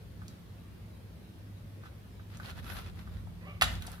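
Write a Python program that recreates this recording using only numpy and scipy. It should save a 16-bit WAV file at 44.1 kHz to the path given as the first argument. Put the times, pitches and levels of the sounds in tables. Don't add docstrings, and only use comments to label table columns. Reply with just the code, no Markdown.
import sys
import numpy as np
from scipy import signal
from scipy.fft import rfft, irfft
from scipy.io import wavfile
from scipy.ndimage import uniform_filter1d

SR = 44100
rng = np.random.default_rng(int(sys.argv[2]) if len(sys.argv) > 2 else 0)


def to_wav(s):
    ch = np.atleast_2d(s).T
    pcm = np.round(np.clip(ch, -1, 1) * 32767)
    wavfile.write(sys.argv[1], SR, pcm.astype(np.int16))


def linear_from_db(decibels):
    return 10 ** (np.asarray(decibels, float) / 20)


N = 176400

# (time [s], slip rate [1/s], level [dB])
CREAK_PATH = [(3.40, 530, -82), (3.415, 480, -55), (3.445, 480, -57.5), (3.468, 556, -49), (3.51, 585, -53),
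              (3.61, 560, -68.5)]
# (multiple of the slip rate [1], width [Hz], relative level [dB])
CREAK_MODES = [(1.15, 400, -4), (2, 200, -2), (3.95, 300, -1), (4.7, 500, -7)]
# (frequency [Hz], relative level per Hz [dB])
TEAR_COLOUR = [(300, -19), (1400, -29), (3700, -8), (7500, -54), (11000, -17), (16000, -40)]
# (time [s], level [dB], brightest pitch [Hz])
JAW_CONTACTS = [(.281, -26.5, 5960), (2.371, -27, 5500), (3.6115, -22, 1500), (3.6125, -2, 3000),
                (3.6185, -15, 880), (3.6201, -2, 1400), (3.6212, 1, 2200), (3.6232, 0, 3600),
                (3.6205, -13, 10500), (3.6243, -9, 5600), (3.6285, -11, 2900), (3.637, -16, 1500),
                (3.641, -9, 3700), (3.658, -30, 3000), (3.753, -24, 3300), (3.822, -23.5, 3280),
                (3.8225, -22.5, 11700), (3.867, -21.5, 9700), (3.871, -23.5, 4460), (3.917, -25, 9000)]
PLIERS_MODES = [750, 915, 1290, 1480, 1850, 2200, 2480, 2730, 3375, 3790, 4600, 5600, 6500, 9000, 11000,
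                14000]
# (start [s], length [s], pressure level [dB], paper hiss relative to it [dB])
STROKES = [(0.187, 0.23, -66.5, -11), (1.811, 0.09, -59.5, -18), (2.282, 0.11, -56.5, -16),
           (2.384, 0.045, -58, -12), (2.416, 0.079, -49.5, -13), (2.479, 0.041, -47.5, -13),
           (2.549, 0.063, -51, -14), (2.612, 0.13, -51, -10.5), (2.692, 0.14, -45.5, -12.5),
           (2.817, 0.094, -54, -17), (2.938, 0.1, -57, -13), (3.01, 0.24, -62.5, -13),
           (3.629, 0.16, -50, -12), (3.763, 0.24, -53, -10)]
# (frequency [Hz], relative level per Hz [dB])
BLOCK_COLOUR = [(300, -0.5), (950, 0), (1300, -5), (1900, -2.5), (4000, -3), (8500, -24)]
# (frequency [Hz], relative level per Hz [dB])
PAPER_COLOUR = [(7500, -31), (10000, -4), (12000, -6), (16000, -12)]
# (time [s], level [dB], brightest pitch [Hz])
BLOCK_KNOCKS = [(.218, -35, 1360), (1.835, -36, 1270), (1.856, -35, 1270), (1.866, -39, 1510),
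                (2.196, -39, 1330), (2.399, -28, 1460), (2.459, -29, 3950), (2.503, -29.5, 3630),
                (2.575, -37.5, 906), (3.074, -36, 1400), (3.272, -38, 930), (3.848, -33, 1400),
                (3.88, -34, 730), (3.94, -39, 1350), (3.98, -39, 1360)]
BLOCK_MODES = [730, 880, 1270, 1510, 3000, 4320]
# (time [s], level [dB])
TABLE_SHAKE = [(0, -53.5), (1.9, -65), (2.45, -51.5), (2.6, -45), (3.25, -45.5), (3.5, -57.5), (3.61, -47),
               (3.64, -35.5), (3.8, -41), (4, -51.5)]
# (frequency [Hz], width [Hz], relative level [dB])
TABLE_MODES = [(60.5, 40, -0.5), (81.8, 16.4, -2), (206.4, 44, -13)]
# (frequency [Hz], time to fall 60 dB [s])
ECHO_DECAY = [(200, 0.82), (1000, 0.36), (5000, 0.41), (12000, 0.33)]
# (frequency [Hz], level [dB], width of the wavering part [Hz])
HUM_TONES = [(100.9, -51.5, 4.7), (171.4, -57.5, 0.55)]
# (frequency [Hz], relative level per Hz [dB])
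AIR_COLOUR = [(35, -24), (75, 0.5), (130, -7.5), (200, -7.5), (270, -17), (520, -21.5), (700, -27),
              (4000, -36), (7500, -45), (10500, -42), (16000, -42)]
# (frequency [Hz], likeness [0 to 1])
AIR_LIKENESS = [(200, 0.87), (950, 0), (2000, 0)]


def evened(x):
    return x / np.sqrt(np.mean(x ** 2) + 1e-20)


def read(points, hz):
    f, value = np.transpose(points)
    return np.interp(np.log(hz + 1), np.log(f + 1), value)


def curve(rows, col, outside):
    rows = np.array(rows)
    return np.interp(np.arange(N) / SR, rows[:, 0], rows[:, col], outside, outside)


def hump(start_s, length_s):
    return np.clip((np.arange(N) / SR - start_s) / length_s, 0, 1)


def colour(x, points):
    hz = np.fft.rfftfreq(x.shape[-1], 1 / SR)
    inside = (hz > points[0][0]) * (hz < points[-1][0])
    return evened(irfft(rfft(x) * linear_from_db(read(points, hz)) * inside, x.shape[-1]))


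def resonate(x, hz, width_hz):
    turn = np.exp(2j * np.pi * np.cumsum(hz * np.ones(N)) / SR)
    r = np.exp(-np.pi * width_hz / SR)
    return 2 * (turn * signal.lfilter([1 - r], [1, -r], x / turn)).real


def resonate_twice(x, hz, width_hz):
    return resonate(resonate(x, hz, width_hz), hz, width_hz)


def grains():
    grains_per_s, spread_db = 6000, 4.5
    size = linear_from_db(spread_db * np.minimum(rng.exponential(1, N), 3)) * rng.standard_normal(N)
    return size * (rng.random(N) < grains_per_s / SR)


def creak():
    jitter, noise_amount = 0.07, 1.1
    pace = curve(CREAK_PATH, 1, 500)
    rate = pace * (1 + jitter * evened(uniform_filter1d(rng.standard_normal(N), 150)))
    slips = np.diff(np.floor(np.cumsum(rate) / SR), prepend=0)
    slips = slips * linear_from_db(3.3 * rng.standard_normal(N))
    drive = evened(slips - slips.mean()) + noise_amount * rng.standard_normal(N)
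    sound = sum(linear_from_db(db) * resonate_twice(drive, k * pace, w) for k, w, db in CREAK_MODES)
    return linear_from_db(curve(CREAK_PATH, 2, -120)) * evened(sound)


def tear():
    start_s, length_s, level_db = 3.6105, 0.034, -33
    t = np.arange(N) / SR - start_s
    rasp = np.clip(t / 0.0022, 0, 1) * np.clip((length_s - t) / 0.0028, 0, 1)
    return linear_from_db(level_db) * rasp * colour(evened(grains()) + rng.standard_normal(N), TEAR_COLOUR)


def blows(rows, modes, q, contact_s):
    focus_db_per_oct2 = -24
    crack_db, crack_s, crack_db_per_oct = -15, 0.0015, -9
    out, t = np.zeros(N + 2048), np.arange(2048) / SR
    hz = np.array(modes)[:, None]
    all_hz = np.fft.rfftfreq(2048, 1 / SR) + 1
    for s, level_db, top_hz in rows:
        detune, noise = rng.standard_normal((len(modes), 1)), rng.standard_normal(2048)
        strength = linear_from_db(focus_db_per_oct2 * np.log2(hz / top_hz) ** 2)
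        decay = np.exp(-np.pi * hz / q * t)
        ring = (strength * decay * np.sin(2 * np.pi * hz * (1 + 0.0028 * detune) * t)).sum(0)
        crack_colour = linear_from_db(crack_db_per_oct * abs(np.log2(all_hz / top_hz)))
        crack = evened(irfft(rfft(noise) * crack_colour)) * np.exp(-t / crack_s)
        blow = ring / abs(ring).max() + linear_from_db(crack_db) * crack
        blow *= 1 - np.exp(-t / contact_s)
        at = round(s * SR)
        out[at:at + len(blow)] += linear_from_db(level_db) * blow
    return out[:N]


def jaws():
    return blows(JAW_CONTACTS, PLIERS_MODES, q=9, contact_s=0.0003)


def knocks():
    return blows(BLOCK_KNOCKS, BLOCK_MODES, q=14, contact_s=0.0007)


def squeak():
    start_s, length_s, hz, level_db = 2.64, 0.17, 11460, -57
    swell = np.sin(np.pi * hump(start_s, length_s))
    return linear_from_db(level_db) * swell * evened(resonate_twice(grains(), hz, 500))


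def drag():
    catch_db, scrape_hz, scrape_db = 3.5, 1400, -3
    pressure, hiss = np.zeros(N), np.zeros(N)
    for start_s, length_s, db, hiss_db in STROKES:
        stroke = linear_from_db(db) * np.sin(np.pi * hump(start_s, length_s) ** 1.13) ** 0.85
        pressure += stroke
        hiss += stroke * linear_from_db(hiss_db)
    catch = evened(uniform_filter1d(rng.standard_normal(N), 200))
    wander = evened(uniform_filter1d(rng.standard_normal(N), 4000))
    rubbing = grains()
    hollow = evened(resonate(rubbing, scrape_hz * (1 + 0.071 * wander), 350))
    body = colour(rubbing, BLOCK_COLOUR) + linear_from_db(scrape_db) * hollow
    return squeak() + pressure * evened(linear_from_db(catch_db * catch) * body) + hiss * colour(grains(), PAPER_COLOUR)


def table():
    thump_s, thump_db, thump_hz, thump_t60_s = 3.6275, -28, 85, 0.11
    push = rng.standard_normal((2, N))
    push = push[0] + 0.5 * push[1] * np.array([[1], [-1]])
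    low = sum(linear_from_db(db) * resonate_twice(push, hz, w) for hz, w, db in TABLE_MODES)
    t = np.maximum(np.arange(N) / SR - thump_s, 0)
    thump = linear_from_db(thump_db - 60 * t / thump_t60_s) * np.sin(-2 * np.pi * thump_hz * t)
    thump *= np.minimum(t / 0.0021, 1)
    return linear_from_db(curve(TABLE_SHAKE, 1, -60)) * evened(low) + thump


def room(x):
    tail_db, early_db, early_t60_s = -8.5, -12, 0.05
    taps = np.zeros((2, SR))
    at = np.arange(60, SR - 20, 20) + rng.integers(0, 20, (2, (SR - 61) // 20))
    np.put_along_axis(taps, at, rng.choice([-1., 1.], at.shape), 1)
    early = taps * linear_from_db(-60 * np.arange(SR) / SR / early_t60_s)
    hz, t, z = signal.stft(taps, SR, nperseg=256)
    z = z * linear_from_db(-60 * t / read(ECHO_DECAY, hz)[:, None])
    tail = signal.istft(z, SR, nperseg=256)[1][:, :SR]
    echoes = linear_from_db(tail_db) * tail / np.linalg.norm(tail[0])
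    echoes += linear_from_db(early_db) * early / np.linalg.norm(early[0])
    return signal.fftconvolve(x[None], echoes, axes=1)[:, :N]


def hum():
    t, out = np.arange(N) / SR, np.zeros(N)
    for hz, db, width_hz in HUM_TONES:
        waver = evened(resonate_twice(rng.standard_normal(N), hz, width_hz))
        steady = np.sin(2 * np.pi * (hz * t + rng.random()))
        out += linear_from_db(db) * evened(steady + 0.49 * waver)
    return out


def room_noise():
    level_db, patch_db = -50, 1.66
    frames, hz = N // 512 + 5, np.fft.rfftfreq(2048, 1 / SR)
    a, b, c, d, patches = rng.standard_normal((frames, 1025, 5)).T
    patches = evened(uniform_filter1d(uniform_filter1d(patches, 6, 0), 8, 1))
    same = np.clip(read(AIR_LIKENESS, hz), -1, 1)[:, None]
    left = a + 1j * b
    right = same * left + np.sqrt(1 - same ** 2) * (c + 1j * d)
    z = np.array([left, right]) * linear_from_db(read(AIR_COLOUR, hz)[:, None] + patch_db * patches)
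    z *= hz[:, None] > AIR_COLOUR[0][0]
    return linear_from_db(level_db) * evened(signal.istft(z, nperseg=2048, noverlap=1536)[1][:, :N])


def cricket():
    hz, level_db = 3890, -74
    first_s, every_s, chirp_s = -0.061, 0.317, 0.1
    on = sum(np.sin(np.pi * hump(s, chirp_s)) for s in np.arange(first_s, N / SR, every_s))
    return linear_from_db(level_db) * on * evened(resonate_twice(rng.standard_normal((2, N)), hz, 40))


def scene():
    left_lag_s, left_db = 0.0002, -3.5
    near = creak() + tear() + jaws() + knocks()
    lag = np.exp(-2j * np.pi * np.fft.rfftfreq(N, 1 / SR) * left_lag_s)
    late = irfft(rfft(near) * lag, N)
    rub = np.array([drag(), drag()])
    direct = np.array([linear_from_db(left_db) * late, near]) + rub
    background = table() + hum() + room_noise() + cricket()
    return direct + room(near + rub[1]) + background


def roll_off(x):
    return signal.sosfilt(signal.butter(12, 15300, fs=SR, output="sos"), x)


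def record(dry):
    low_cut_hz, top_cut_hz = 35, 15800
    band = signal.butter(N=4, Wn=[low_cut_hz, top_cut_hz], btype="band", fs=SR, output="sos")
    mix = signal.sosfilt(band, dry)
    return roll_off(mix)


dry = scene()
out = record(dry)
to_wav(out)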